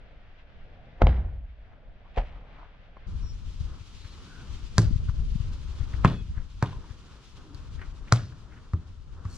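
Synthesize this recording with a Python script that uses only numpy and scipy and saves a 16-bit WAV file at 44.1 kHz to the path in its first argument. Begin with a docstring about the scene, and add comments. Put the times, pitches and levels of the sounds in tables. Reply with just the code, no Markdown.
"""A football is kicked and bounced on a back-garden lawn, with the first three seconds in slow motion.
It opens on far traffic, hissing leaves and a light breeze, all as shaped noise; then shoes scuff and thump
the grass, and each blow on the ball adds a slap, a low thud and garden echoes, made of dying sine waves.
At full speed the wind grows lumpy and a few far birds sing wavering notes; near five seconds a gust
thuds on the microphone, and after a later kick a struck fence board rattles."""
import sys
import numpy as np
from scipy import signal
from scipy.fft import rfft, irfft, next_fast_len
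from scipy.io import wavfile

SR = 44100
rng = np.random.default_rng(int(sys.argv[2]) if len(sys.argv) > 2 else 0)


def inscribe(sig):
    """Save sig as 16-bit PCM at rate SR to the path in sys.argv[1].

    A 1-D sig is mono; a 2-D sig holds one channel per row.
    Samples are clipped to [-1, 1] before scaling.
    """
    pcm = np.round(np.clip(np.atleast_2d(sig).T, -1, 1) * 32767)
    wavfile.write(sys.argv[1], SR, pcm.astype(np.int16))


N = 413216
SLOW_UNTIL_S, SLOW_SPEED = 3.07, .5   # slow motion ends here; half speed
CUTOFF_HZ = 15500   # top of the shaped noises, before any slowing
TIME = np.arange(N) / SR   # seconds through the whole sound
AGE = np.arange(int(.6 * SR)) / SR   # seconds through one short sound
LEAD_S = .1   # a brush or lump peaks this far into its own sound, before any slowing


def from_db(db):
    """Turn decibels into a plain multiplier."""
    return 10 ** (np.asarray(db) / 20)


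def rms_one(x):
    """Scale a sound to an average strength (rms) of 1."""
    return x / np.sqrt(np.mean(x ** 2) + 1e-20)


def in_time(rows):
    """Read each column of a curve at every sample."""
    s, *columns = np.transpose(rows)
    return [np.interp(TIME, s, column) for column in columns]


def at_hz(points, hz):
    """Read a curve over pitch, with straight lines on a log-frequency axis."""
    point_hz, values = np.transpose(points)
    return np.interp(np.log(hz + 1e-9), np.log(point_hz), values)


def band(x, low_hz, high_hz, order=2):
    """Keep only the pitches between two limits."""
    limits = [low_hz, min(high_hz, SR / 2 - 100)]
    return signal.sosfilt(signal.butter(order, limits, "band", fs=SR, output="sos"), x + 1e-18)


def stereo_noise(size, side_db):
    """White noise, partly unlike in the two ears."""
    mid, side = rng.standard_normal((2, size))
    return mid + from_db(side_db) * side * [[1], [-1]]


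def coloured(spectrum, size, side_db, speed=1):
    """Stereo noise of a given spectrum, its middle at rms 1; a lower speed lowers its pitch."""
    padded = next_fast_len(size)
    hz = np.arange(padded // 2 + 1) * SR / padded / speed
    gain = from_db(at_hz(spectrum, hz)) * (hz < CUTOFF_HZ)
    noise = irfft(rfft(stereo_noise(padded, side_db)) * gain, padded)[:, :size]
    return noise / np.std(noise.mean(axis=0))


def drift(rate):
    """Random wander: lines between chance values of spread 1, rate of them per second."""
    knots = rng.standard_normal(int(rate * N / SR) + 2)
    return np.interp(TIME * rate, np.arange(len(knots)), knots)


def short_drift(rate):
    """The same wander, as long as one short sound."""
    return drift(rate)[:len(AGE)]


def pan(left_db):
    """Make the left louder than the right by left_db, shared between the two."""
    return from_db([[left_db / 2], [-left_db / 2]])


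def ring(hz, t60):
    """One struck mode: a sine that falls by 60 dB in t60 seconds."""
    return np.sin(2 * np.pi * hz * AGE) * from_db(-60 * AGE / t60)


def delayed(sound, s):
    """The same sound, s seconds later."""
    return np.interp(AGE - s, AGE, sound, left=0)


def add(out, s, sound, lead=0):
    """Place a sound whose moment lies lead seconds in; slow motion stretches it and drops it an octave."""
    if s < SLOW_UNTIL_S:
        sound = signal.resample_poly(sound, round(1 / SLOW_SPEED), 1, axis=-1)
        lead = lead / SLOW_SPEED
    start = min(round((s - lead) * SR), N)
    out[:, start:start + sound.shape[-1]] += sound[..., :N - start]


def brush(length, hz):
    """Blades or leaves are stirred: grainy noise that swells quickly and settles more slowly."""
    grains = stereo_noise(len(AGE), side_db=-8) * from_db(4.8 * short_drift(900))
    sound = band(grains, hz * .6, hz * 1.3, order=3)
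    sound = sound + from_db(-4) * band(grains, hz * .15, hz * 1.34)
    since = AGE - LEAD_S
    side_length = length * np.where(since < 0, .65, 1.2)
    return rms_one(sound) * np.exp(-np.abs(since / side_length) ** 0.79)


def lump(hz):
    """One smooth lump of pressure, with a shallow dip on either side."""
    phase = (np.pi * hz * (AGE - LEAD_S)) ** 2
    return (1 - 2 * phase) * np.exp(-phase)


# Colour of the wind before its speed shifts it. Each row: pitch in Hz, relative strength in dB.
WIND_COLOUR = [(15, 2), (35, 3.5), (65, 1.5), (120, -9.5), (200, -19.5), (320, -35), (700, -49),
               (2000, -84)]


def wind(level_db, speed, side_db, left_db):
    """Moving air makes low, lumpy noise on the microphone ports."""
    lumpy_db = level_db + 4.4 * drift(22 * speed)
    return from_db(lumpy_db) * coloured(WIND_COLOUR, N, side_db, speed) * pan(left_db)


# Colour of the traffic before its speed shifts it. 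Each row: pitch in Hz, relative strength in dB.
TRAFFIC_COLOUR = [(30, 17), (120, 17.5), (300, 8.5), (480, 2.5), (720, -3), (1050, 2), (1400, 2),
                  (1900, -8.5), (3000, -41), (9000, -51)]


def traffic(level_db, speed):
    """Far traffic is a dull, gently wandering noise."""
    wandering_db = level_db + 2.5 * drift(12 * speed)
    return from_db(wandering_db) * coloured(TRAFFIC_COLOUR, N, side_db=-9.5, speed=speed)


# Colour of the leaves before their speed shifts it. Each row: pitch in Hz, relative strength in dB.
LEAVES_COLOUR = [(600, -28), (2000, -4), (3100, 1), (5000, -3), (6800, -7), (8000, -13.5), (10000, -19.5),
                 (12000, -27.5), (16000, -41.5)]


def leaves(level_db, speed):
    """A bush hisses: bright noise that flutters a little."""
    fluttering_db = level_db + 1.87 * drift(40 * speed)
    return from_db(fluttering_db) * coloured(LEAVES_COLOUR, N, side_db=-3, speed=speed)


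# Surroundings in slow motion. Each row: time in seconds, then traffic and leaves in dB before gain.
SLOW_AIR = [(0.0, -63, -66), (1.11, -62.5, -65), (1.38, -69, -70.5), (1.75, -65.5, -70.5),
            (2.42, -62, -62.5), (3.05, -65.5, -65)]


def slow_surroundings():
    """Traffic, leaves and a light, even breeze, slowed to half speed and so an octave lower."""
    traffic_db, leaves_db = in_time(SLOW_AIR)
    breeze = wind(-48.5, SLOW_SPEED, side_db=-12, left_db=-1.0)
    return breeze + traffic(traffic_db + 10.5, SLOW_SPEED) + leaves(leaves_db + 0.2, SLOW_SPEED)


# Shoes and ball touching the lawn; before 3.07 s slow motion doubles lengths and halves pitches.
# Each row: time in seconds, scuff in dB, scuff length in seconds, scuff centre in Hz,
# thump in dB before panning.
STEPS = [(0.997, -53, .002, 1390, -43), (1.020, -24.5, 0.0013, 3180, -35), (1.731, -61.5, 0.03, 2500, -49),
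         (2.059, -53, 0.0055, 1800, -56), (2.179, -38, 0.0061, 4740, -38), (2.26, -58, 0.023, 4960, -52),
         (2.356, -58.5, 0.067, 2020, -39), (2.592, -51, 0.021, 1880, -46), (2.971, -42, 0.0018, 1570, -54),
         (3.24, -54.5, 0.015, 1250, -38), (3.607, -56.5, 0.026, 4400, -23.5),
         (3.81, -54, 0.0032, 1850, -34), (4.051, -53, 0.012, 1700, -33.5),
         (5.089, -44.5, 0.0067, 1340, -16), (5.807, -55.5, 0.017, 1700, -22.5),
         (5.939, -44, 0.0065, 1790, -22.5), (6.056, -29.5, 0.0032, 2000, -20),
         (6.372, -54, 0.021, 1550, -24.5), (6.728, -52.5, 0.011, 3000, -42),
         (6.907, -54, 0.0066, 1400, -30), (7.547, -45, 0.0024, 4200, -33), (7.793, -46, .0025, 1750, -35.5),
         (7.816, -42, .013, 1670, -35.5), (8.078, -54.5, 0.017, 1990, -55),
         (8.324, -51, 0.003, 1300, -36.5), (8.525, -54.5, 0.016, 1660, -67),
         (8.574, -52.5, .012, 1490, -48), (9.36, -51.5, 0.056, 6090, -51)]


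def footwork():
    """Each touch scuffs the grass, then its weight thumps the turf just after."""
    thump_delay_s, thump_hz = 0.0038, 74.4   # at full speed
    out = np.zeros((2, N))
    for s, scuff_db, length, hz, thump_db in STEPS:
        add(out, s, from_db(scuff_db) * brush(length, hz), LEAD_S)
        thump = from_db(thump_db) * lump(thump_hz) * pan(left_db=9.5)
        add(out, s, thump, LEAD_S - thump_delay_s)
    return out


# Higher modes of the shell, at full speed.
# Each row: pitch in Hz, level in dB before the blow's own shell and thud levels, t60 in seconds.
SHELL = [(161.6, -17.5, 0.21), (259, -21.5, 0.096), (340, -22, 0.077), (448, -24, 0.053)]


def thud(hz, t60, shell_db):
    """The squashed ball swells back and wobbles in its shell modes."""
    shell = sum(from_db(db + shell_db) * ring(mode_hz, decay) for mode_hz, db, decay in SHELL)
    swell = 1 - np.exp(-(AGE / 0.0029) ** 2)
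    return -(ring(hz, t60) + shell) * swell


# The air inside the ball, at full speed.
# Each row: pitch in Hz, level in dB before the blow's slap level, t60 in seconds.
CAVITY = [(1050, -18, 0.039), (1186, -26.5, 0.1), (1810, -38.5, 0.031), (2000, -40.5, 0.019)]


def slap(hz, t60):
    """The ball smacks the shoe for a few cycles and the air inside it pings."""
    cavity = sum(from_db(db) * ring(mode_hz, decay) for mode_hz, db, decay in CAVITY)
    return -band(1.53 * ring(hz, t60) + cavity, 250, 2800, order=3)


# The stiff skin under a hard shoe, at full speed.
# Each row: pitch in Hz, level in dB before the blow's crack level, t60 in seconds.
SKIN = [(3230, -4.5, 0.0037), (4490, 7, 0.0021), (5600, 4, 0.0025), (6310, 1.5, 0.0028), (8190, -9, .003),
        (9720, -19.5, 0.0074), (14000, -32.5, 0.0013)]


def crack():
    """The skin snaps flat in a very short, bright burst of modes with alternating signs."""
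    burst = 0
    for k, (hz, db, t60) in enumerate(SKIN):
        burst = burst + (-1) ** k * from_db(db) * ring(hz, t60)
    return band(burst, 3670, 17000, order=3)


def recoil(sound, delay_s):
    """The skin springs back just after the contact and repeats its pulse upside down."""
    return sound - from_db(-8.0) * delayed(sound, delay_s)


# Distinct echoes from nearby surfaces, at full speed.
# Each row: delay in seconds, level in dB before the echo trim.
REFLECTIONS = [(0.0088, -20.5), (0.0123, -15.5), (.037, -22), (.072, -38)]
# Strength of the garden's scatter. Each row: pitch in Hz, level in dB before trims.
ECHO = [(30, -29), (70, -30), (150, -29.5), (300, -22), (700, -22.5), (1300, -29.5), (2700, -36.5),
        (5000, -35), (9000, -22), (16000, -33.5)]
# How fast the scatter dies, at full speed. Each row: pitch in Hz, t60 in seconds.
ECHO_T60 = [(60, 0.77), (200, 0.43), (500, 0.31), (1500, 0.057), (5000, 0.52), (12000, 0.03)]


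def garden(sound, crisp):
    """Fence, wall and bush return distinct echoes of the crisp part and a scatter that dies band by band."""
    response = 0
    for low in 25 * 2 ** np.arange(10):   # octave bands
        high = low * 2
        hz = np.sqrt(low * high)
        scatter = band(stereo_noise(len(AGE), side_db=-18), low, high)
        response = response + scatter * from_db(at_hz(ECHO, hz) - 8.5 - 60 * AGE / at_hz(ECHO_T60, hz))
    build_up = 1 - np.exp(-(AGE / 0.0048) ** 2)
    response = response * build_up * from_db(2.3 * short_drift(308.5))
    echoes = sum(from_db(db) * delayed(crisp, delay) for delay, db in REFLECTIONS)
    scattered = signal.fftconvolve(sound[None], response, axes=1)[:, :len(AGE)]
    return echoes + from_db(-1.5) * scattered


# Blows on the ball; pitches, decays and delays are at full speed, levels are before trims and panning.
# Each row: time in seconds, thud in dB, thud pitch in Hz, thud t60 in seconds, shell in dB against the
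# thud, knock in dB, slap in dB, slap pitch in Hz, slap t60 in seconds, recoil delay in seconds,
# crack in dB, crushed grass in dB.
KICKS = [(1.0180, -4.5, 90, 0.11, 10, -10, -10, 1395, 0.0045, 0.00035, -35, -30),
         (1.0690, -14.5, 120.8, 0.25, 10, -20, -16, 1640, 0.0057, 0.00058, -25, -30),
         (2.1744, -9, 78.3, .051, -13, -38, -24, 1390, 0.012, 0.00137, -43, -20.5),
         (4.7815, -4, 112, 0.092, 4, -8, -13.5, 1480, 0.0075, 0.0014, -12, -33),
         (6.0476, 2, 119, 0.045, 0.5, -22, -5.5, 1170, 0.0046, .0013, -30.5, -21.5),
         (6.6260, -5.5, 114, 0.048, -13, -31, -13.5, 920, 0.004, .0015, -31, -36),
         (8.1236, -5, 112.5, 0.13, -6, -25, -9, 1320, 0.0059, 0.00111, -11.5, -43),
         (8.735, -10.5, 85, 0.087, -4, -45, -33, 1245, .01, 0.0013, -49, -52.5),
         (9.2517, -20, 94.4, 0.11, -11, -51, -44, 1170, 0.022, 0.0014, -51, -50)]
# Colour of the swish in the grass at full speed. 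Each row: pitch in Hz, relative strength in dB.
SWISH = [(200, -13.5), (600, 13.5), (1300, 13), (2400, 2), (5000, -12.5), (7000, -17), (10000, -33),
         (16000, -50.5)]


def ball():
    """Every blow with its echoes; grass swishes around the contact, is crushed and springs back."""
    # delays, lengths and pitches at full speed; the two levels are in dB against the slap
    crush_delay_s, crush_s, crush_hz = .004, 0.0039, 1330
    settle_delay_s, settle_s, settle_hz, settle_db = .034, 0.024, 3100, -35.5
    bush_delay_s, bush_spread_s, bush_hz, bush_db = 0.057, 0.025, 1395, -36
    out, swish_lead_s = np.zeros((2, N)), .03
    swish_shape = np.exp(np.minimum((AGE - swish_lead_s) / 0.0032, (swish_lead_s - AGE) / 0.015))
    for (s, thud_db, thud_hz, thud_t60, shell_db, knock_db, slap_db, slap_hz, slap_t60,
         recoil_s, crack_db, grass_db) in KICKS:
        body = from_db(thud_db) * thud(thud_hz, thud_t60, shell_db)
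        knock = from_db(knock_db) * band(ring(hz=400, t60=0.0023), 200, 900)
        skin = from_db(slap_db) * slap(slap_hz, slap_t60) + from_db(crack_db + 1.5) * crack()
        crisp = knock + recoil(skin, recoil_s)
        blow = body + crisp
        add(out, s, blow + from_db(-3.0) * garden(blow, crisp))

        swish = swish_shape * coloured(SWISH, len(AGE), side_db=-5.5)
        add(out, s, from_db(slap_db - 21.5) * swish, swish_lead_s)
        crushed = from_db(grass_db) * brush(crush_s, crush_hz)
        add(out, s, crushed, LEAD_S - crush_delay_s)
        settling = from_db(slap_db + settle_db) * brush(settle_s, settle_hz)
        add(out, s, settling, LEAD_S - settle_delay_s)
        # the slap returns smeared from the bush
        smeared = from_db(slap_db + bush_db) * brush(bush_spread_s, bush_hz)
        add(out, s, smeared, LEAD_S - bush_delay_s)
    return out * pan(left_db=-0.65)


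# Wind on the microphone. Each row: time in seconds, level in dB before gain and panning.
WIND = [(3.14, -34), (3.28, -42.5), (3.61, -41.5), (3.78, -43.5), (4.3, -55), (4.48, -39), (4.68, -42),
        (4.94, -31.5), (6.26, -37.5), (6.4, -41), (6.78, -44), (7.09, -54), (7.41, -53.5), (7.76, -41.5),
        (7.89, -46), (8.24, -46), (8.45, -51.5), (9.37, -47)]
# Surroundings at full speed. Each row: time in seconds, then traffic and leaves in dB before gain.
AIR = [(3.08, -66, -64.5), (3.25, -66, -65), (4.46, -63, -59), (5.22, -66.5, -62), (6.02, -59.5, -60.5),
       (6.37, -70, -67.5), (6.9, -63.5, -64.5), (7.3, -69, -64), (7.6, -63.5, -66.5), (8.02, -64.5, -66),
       (9.02, -66.5, -72.5), (9.37, -62, -66.5)]


def full_surroundings():
    """Changing wind, traffic and leaves, with their noise a touch lowered by a speed of 0.98."""
    speed = 0.98
    wind_db, = in_time(WIND)
    traffic_db, leaves_db = in_time(AIR)
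    gusts = wind(wind_db + 2.5, speed, side_db=-5, left_db=4.0)
    return gusts + traffic(traffic_db + 11.5, speed) + leaves(leaves_db + 0.92, speed)


# Far bird notes. Each row: start in seconds, length in seconds, first pitch in Hz, last pitch in Hz,
# level in dB before its flicker, waver as a share of the pitch.
BIRDS = [(3.22, 0.13, 5510, 5420, -56, .014), (3.233, .17, 5930, 5900, -69, .003),
         (3.952, 0.21, 4070, 4230, -59, 0.077), (4.25, 0.21, 1525, 1487, -57, .06),
         (6.101, 0.12, 3430, 3350, -55, .0036), (6.125, 0.11, 2560, 2530, -62, .004),
         (6.11, 0.093, 4330, 4240, -65, .0035), (7.443, 0.132, 307, 279, -50.5, .15),
         (9.294, 0.05, 4410, 4350, -59, .001)]


def birds():
    """Thin wavering sine notes that bend towards their end."""
    out = np.zeros((2, N))
    for s, length, first_hz, last_hz, db, waver in BIRDS:
        part = np.minimum(AGE / length, 1)   # how much of the note has passed
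        glide_hz = first_hz + (last_hz - first_hz) * part ** 2
        hz = glide_hz * (1 + waver * short_drift(500))
        swell = np.sqrt(4 * part * (1 - part)) * from_db(2.8 * short_drift(110))
        add(out, s, from_db(db) * swell * np.sin(2 * np.pi * np.cumsum(hz) / SR))
    return out


# The strongest eddies of the big gust.
# Each row: time in seconds, level in dB before panning, rate of the lump in Hz.
EDDIES = [(4.853, -21.5, 79.4), (4.911, -26, 156), (4.931, -20, 47.6), (4.962, -20.5, 88),
          (5.358, -22, 121), (5.407, -23, 78)]


def eddies():
    """A single whirl of air passes the ports as one lump of pressure, stronger on the left."""
    out = np.zeros((2, N))
    for s, db, hz in EDDIES:
        add(out, s, from_db(db) * lump(hz) * pan(left_db=16), LEAD_S)
    return out


# Rattles after the ball has struck the fence.
# Each row: time in seconds, level in dB before the levels of the board's modes.
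RATTLES = [(6.627, -33), (6.648, -31.5), (6.724, -46), (6.73, -40.5), (6.762, -49), (6.842, -47)]
# The board. Each row: pitch in Hz, level in dB before chance variation, t60 in seconds.
BOARD = [(950, -1.5, 0.057), (1023, -8.5, 0.1), (1146, -8, 0.034), (1450, -20, 0.07)]


def fence():
    """A loose board knocks against its rail a few times, each mode struck a bit differently."""
    out = np.zeros((2, N))
    for s, db in RATTLES:
        for hz, mode_db, t60 in BOARD:
            add(out, s, from_db(db + mode_db + rng.normal(0, 4.0)) * ring(hz, t60))
    return out


def scene():
    """The slowed opening gives way to the garden at full speed, with every event laid on top."""
    at_full_speed = np.clip((TIME - SLOW_UNTIL_S) / 0.0094 + .5, 0, 1)
    surroundings = slow_surroundings() * (1 - at_full_speed) + full_surroundings() * at_full_speed
    return surroundings + footwork() + ball() + birds() + eddies() + fence()


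# Balance of the two ports. Each row: pitch in Hz, left minus right in dB.
PORT_BALANCE = [(1500, 1), (4500, 1.5), (9000, 1), (14000, 1.5)]


def record(dry):
    """The left port hears a little later and louder; the deepest rumble and the top are cut."""
    lag_s, most_radians = .000052, 2.13   # lag in the bass; in the treble the phase gap levels off
    padded = next_fast_len(N + SR)
    hz = np.arange(padded // 2 + 1) * SR / padded
    behind = most_radians * np.tanh(2 * np.pi * hz * lag_s / most_radians)
    port = from_db(at_hz(PORT_BALANCE, hz)) * np.exp(-1j * behind)
    left = irfft(rfft(dry[0], padded) * port, padded)[:N]
    ports = signal.sosfilt(signal.butter(2, 16, "high", fs=SR, output="sos"), [left, dry[1]])
    return signal.sosfilt(signal.cheby2(12, 70, CUTOFF_HZ + 1500, fs=SR, output="sos"), ports)


dry = scene()
out = record(dry)
inscribe(out)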